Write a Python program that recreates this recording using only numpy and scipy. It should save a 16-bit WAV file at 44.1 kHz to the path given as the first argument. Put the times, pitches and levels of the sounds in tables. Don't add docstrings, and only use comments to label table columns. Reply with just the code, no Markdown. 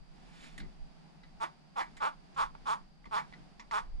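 import sys
import numpy as np
from scipy import signal
from scipy.fft import rfft, irfft
from scipy.io import wavfile
from scipy.ndimage import uniform_filter1d

SR = 44100
rng = np.random.default_rng(int(sys.argv[2]) if len(sys.argv) > 2 else 0)


def int16_out(signal):
    q = np.round(np.clip(np.atleast_2d(signal).T, -1, 1) * 32767)
    wavfile.write(sys.argv[1], SR, q.astype(np.int16))


N = 176400

# start_s, swell_s, hold_s, level_db, first_rate_hz, loaded_rate_hz, last_rate_hz,
# body_pitch_hz, grip_damping_db, snap_db, skid_db
CROAK_STROKES = [(1.4015, 0.029, 0.01, 0, 225.5, 222.2, 334.5, 1014, 3.5, -3, -17),
                 (1.758, 0.028, 0.027, 0, 279, 226.4, 312.8, 982, 2.5, -4.5, -10.5),
                 (2.0034, 0.041, 0.028, 3, 288.8, 195.9, 320.6, 1068, 3, -7.5, -43),
                 (2.363, 0.042, 0.028, -1, 277.2, 205.7, 295.4, 1093, -1.5, 0, -18),
                 (2.6568, .041, .036, -2.5, 284.4, 202.5, 257, 1073, -1.3, 1.5, -20.5),
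                 (3.1119, 0.041, 0.036, -1, 222.6, 206.7, 252.7, 1057, 0.5, -1.5, -10),
                 (3.7117, 0.038, .034, 0, 230.6, 200.4, 246.2, 1084, 1, -1.5, -14)]
# freq_hz, gain_db
BODY_RING = [(150, -50), (400, -17), (580, -17), (740, -13), (880, -1), (1060, 3.5), (1300, -2.5),
             (1550, -10), (1850, -24), (2300, -23.5), (3200, -31.5), (5000, -46), (12000, -68)]
# freq_hz, gain_db
RIDGE_SNAP = [(1000, -10), (2200, -10.5), (3300, -1.5), (4200, -9.5), (5400, -9.5), (7300, -16.5),
              (8800, -12), (10500, -22), (13000, -32)]
# freq_hz, gain_db
SKID_RING = [(500, -68), (1200, -33), (1600, -0.5), (1900, 0.5), (2250, -3), (2700, -23), (4000, -22),
             (12000, -48)]
CROAK_DB, BODY_HZ = 10.5, 1080
START_DB, SAG_DB, RELEASE_DB, RELEASE_S, FADE_DB_PER_S = -17.5, -3, -8.5, 0.036, -290
RIDGE_SCATTER_DB, RIDGE_JITTER, SLIP_JITTER = .8, .02, .10
SNAP_DB, SNAP_DECAY_S, EDGE_SOFT_HZ, EDGE_HARD_HZ = -22.5, 0.00045, 5300, 7700
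RASP_DB, RASP_DECAY_S = -4, 0.0054


def croak(start, swell, hold, db, first_hz, loaded_hz, last_hz, body_hz, grip_db, snap_db, skid_db):
    pushes, snaps, skids = np.zeros((3, N))
    age = 0
    for timing, strength in rng.standard_normal((40, 2)):
        loose = np.clip((age - swell) / hold, 0, 1)
        released_s = max(age - swell - hold, 0)
        press_db = START_DB * max(1 - age / swell, 0) ** 2.43 + SAG_DB * loose ** 2
        fade_db = RELEASE_DB * min(released_s / RELEASE_S, 1) + FADE_DB_PER_S * released_s
        force = undb(press_db + fade_db + RIDGE_SCATTER_DB * strength)
        dry_snap = undb(-5 * loose) * burst(SNAP_DECAY_S, size=512)
        wet_rasp = undb(RASP_DB) * burst(RASP_DECAY_S, size=512)
        edge_hz = EDGE_SOFT_HZ + (EDGE_HARD_HZ - EDGE_SOFT_HZ) * min(age / swell, 1) ** 2
        pole = np.exp(-2 * np.pi * edge_hz / SR)
        crack = signal.lfilter([(1 - pole) ** 2], [1, -2 * pole, pole ** 2], dry_snap + wet_rasp)
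        add(pushes, start + age, np.array([force]))
        add(snaps, start + age, force * crack)
        add(skids, start + age, force * loose * burst(decay_s=0.003, size=256))
        rate_hz = np.interp(age, [swell / 4, swell * .85, swell + hold], [first_hz, loaded_hz, last_hz])
        jitter = RIDGE_JITTER + SLIP_JITTER * loose ** 2
        age += max(1 + timing * jitter, .5) / rate_hz
    gripped = [(hz, gain - grip_db * np.exp(gain / 7)) for hz, gain in BODY_RING]
    body = ring(pushes, gripped, stretch=body_hz / BODY_HZ)
    snap = undb(SNAP_DB + snap_db) * ring(snaps, RIDGE_SNAP)
    skid = undb(skid_db) * ring(skids, SKID_RING)
    return undb(db) * (body + snap + skid)


# start_s, level_db, decay_s, body_send_db, crisp_db, crisp_pitch_hz
TOUCHES = [(.579, 2.5, .009, -32, -2.5, 8300), (.600, -1, 0.024, -29, 9, 4120),
           (1.234, -13, 0.04, -20, 11.5, 3940), (1.968, -1.5, 0.02, -15, -1.5, 7500),
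           (2.345, -23, 0.0011, 0, 9.5, 6600), (2.551, -16, .003, 19.5, -6, 3000),
           (3.043, -12, .002, -5, -6, 3020), (3.055, -4.5, 0.011, 4.5, -6, 5070),
           (3.325, -6.5, 0.0027, -7, -7, 3000), (3.336, -3, 0.012, -6, 2, 3900),
           (3.596, -1.5, 0.02, 4, 4, 5630), (3.7115, 3.5, 0.0013, 4.5, 3, 5330)]
# freq_hz, gain_db
SKIN_TONE = [(300, -20.5), (1000, -10.5), (1550, -7), (2050, 5), (2600, -19), (4000, -19.5), (13000, -58)]
# freq_hz, gain_db
CRISP_EDGE = [(800, -44), (2200, -8.5), (3200, -19.5), (4400, -22.5), (5800, -19), (7200, -27),
              (9300, -40.5), (13000, -61)]
TICK_DB, CRISP_HZ, CRISP_DECAY_S = -9, 5800, 0.012


def wet_ticks():
    skin, body, edges = np.zeros((3, N))
    for start, db, decay_s, body_db, crisp_db, crisp_hz in TOUCHES:
        touch = undb(db) * burst(decay_s)
        add(skin, start, touch)
        add(body, start, undb(body_db) * touch)
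        edge = np.zeros(N)
        add(edge, start, undb(db + crisp_db) * burst(CRISP_DECAY_S))
        edges += ring(edge, CRISP_EDGE, stretch=crisp_hz / CRISP_HZ)
    return undb(TICK_DB) * (ring(skin, SKIN_TONE) + ring(body, BODY_RING) + edges)


# freq_hz, gain_db
CLOTH_TONE = [(100, -18), (170, 11), (450, -10.5), (1300, -3.5), (2000, -3), (3500, -9.5), (6500, -21.5),
              (9000, -24.5), (13000, -46.5)]
SLEEVE_DB, SLEEVE_PEAK_S, SLEEVE_RISE_S, SLEEVE_FALL_S = -52.5, .455, .1, .07


def sleeve(t):
    from_peak = np.maximum((SLEEVE_PEAK_S - t) / SLEEVE_RISE_S, (t - SLEEVE_PEAK_S) / SLEEVE_FALL_S)
    cloth = noise(CLOTH_TONE, channels=1)[0]
    level = undb(SLEEVE_DB + 1.3 * wander(rate_hz=57.5))
    return cloth * level / (1 + from_peak + from_peak ** 2)


# peak_s, width_s, level_db
BUMP_HITS = [(0.623, 0.044, -47.5), (3.077, 0.008, -48), (3.41, 0.022, -55)]
# freq_hz, gain_db
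BUMP_TONE = [(20, -15), (38, 8.5), (75, -21), (160, -1), (300, -10.5), (600, -28.5), (2000, -37),
             (8000, -97)]


def handling_bumps(t):
    swells = sum(undb(db) * np.exp(-((t - peak) / width) ** 2 / 2) for peak, width, db in BUMP_HITS)
    return noise(BUMP_TONE) * swells


# freq_hz, left_minus_right_db, left_lead_rad
PORT_IMAGE = [(100, 0, 1.0), (400, -6, 2.7), (700, -3.5, 2.35), (1000, -1.8, 2.15), (2000, -.8, 1.55),
              (3300, -2.5, .9), (5300, -13, 0), (12000, -15, 0)]
# freq_hz, gain_db
SCATTER_TONE = [(500, -45), (1300, -37), (2200, -3.5), (4500, 5.5), (13000, 13)]
HULL_DB, HULL_T60_S, AWNING_DB, AWNING_T60_S = -8.5, 0.12, -33, 0.45
SCATTER_DB, SCATTER_T60_S = -7, .025


def boat_reflections(x):
    def echo(t60_s):
        return signal.fftconvolve(x, burst(t60_s / np.log(1000), size=16384))[:N]

    near = rfft(x + undb(HULL_DB) * echo(HULL_T60_S))
    balance = undb(curve(PORT_IMAGE) / 2)
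    lead_rad = curve(PORT_IMAGE, column=2)
    ports = irfft(np.array([near * balance * np.exp(1j * lead_rad), near / balance]), N)
    scatter = ring(np.array([echo(SCATTER_T60_S) for _ in range(2)]), SCATTER_TONE)
    awning = np.array([echo(AWNING_T60_S) for _ in range(2)])
    return ports + undb(SCATTER_DB) * scatter + undb(AWNING_DB) * awning


# freq_hz, gain_db
AIR_TONE = [(60, -4.5), (85, -15), (115, -20), (152, 6.5), (220, -1.5), (300, -9), (520, -16), (780, -9),
            (1050, -17), (2000, -21), (3600, -25.5), (5200, -26.5), (6500, -34), (10000, -39),
            (11200, -60.5)]
# freq_hz, gain_db
WIND_TONE = [(15, -5), (34, 4), (50, -9.5), (75, -29.5), (200, -59), (2000, -83)]
# time_s, level_db
WIND_RIDE = [(0.0, -52), (0.04, -62), (0.59, -53), (0.62, -42), (0.77, -61), (0.82, -45.5), (1.04, -73.5),
             (1.38, -50.5), (1.43, -70), (2.17, -56), (2.31, -66), (2.42, -45.5), (2.56, -59), (3.51, -63),
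             (3.53, -62.5), (4.0, -41)]
# freq_hz, gain_db
INSECT_TONE = [(3800, -31.5), (4400, -9.5), (4850, 1.5), (5200, -34.5), (6000, -34.5)]
AIR_DB, AIR_SWELL_DB, GUST_DB, INSECT_DB, OUTDOOR_PAN_DB = -58.5, 1.52, 2.5, -77, -1


def outdoors(t):
    air = noise(AIR_TONE) * undb(AIR_DB + AIR_SWELL_DB * wander(rate_hz=7))
    wind_db = np.interp(t, *np.array(WIND_RIDE).T)
    wind = noise(WIND_TONE) * undb(wind_db + GUST_DB * wander(rate_hz=5.72))
    insects = undb(INSECT_DB) * noise(INSECT_TONE)
    pan = undb(np.array([[OUTDOOR_PAN_DB], [-OUTDOOR_PAN_DB]]) / 2)
    return (air + wind + insects) * pan


def undb(db):
    return 10 ** (np.asarray(db) / 20)


def unit(x):
    return x / np.sqrt(np.mean(x ** 2))


def curve(table, column=1):
    rows = np.array(table, float)
    freq_hz = np.arange(N // 2 + 1) * SR / N
    return np.interp(np.log(freq_hz + 1), np.log(rows[:, 0]), rows[:, column])


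def ring(x, table, stretch=1):
    gain = undb(curve([(hz * stretch, db) for hz, db in table]))
    cepstrum = irfft(np.log(gain), N)
    cepstrum[1:N // 2] *= 2
    cepstrum[N // 2 + 1:] = 0
    return irfft(rfft(x) * np.exp(rfft(cepstrum)), N)


def noise(table, channels=2):
    return unit(ring(rng.standard_normal((channels, N)), table))


def wander(rate_hz):
    span = int(SR / rate_hz)
    steps = np.repeat(rng.standard_normal(N // span + 1), span)
    return unit(uniform_filter1d(uniform_filter1d(steps, span), span)[:N])


def burst(decay_s, size=4096):
    x = rng.standard_normal(size) * np.exp(-np.arange(size) / SR / decay_s)
    return x / np.linalg.norm(x)


def add(out, at_s, x):
    i = int(at_s * SR)
    out[i:i + len(x)] += x[:max(N - i, 0)]


def scene():
    t = np.arange(N) / SR
    croaks = undb(CROAK_DB) * sum(croak(*stroke) for stroke in CROAK_STROKES)
    return boat_reflections(croaks + wet_ticks() + sleeve(t)) + handling_bumps(t) + outdoors(t)


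def record(dry):
    return signal.sosfilt(signal.ellip(8, .2, 70, 13000, fs=SR, output="sos"), dry)


dry = scene()
out = record(dry)
int16_out(out)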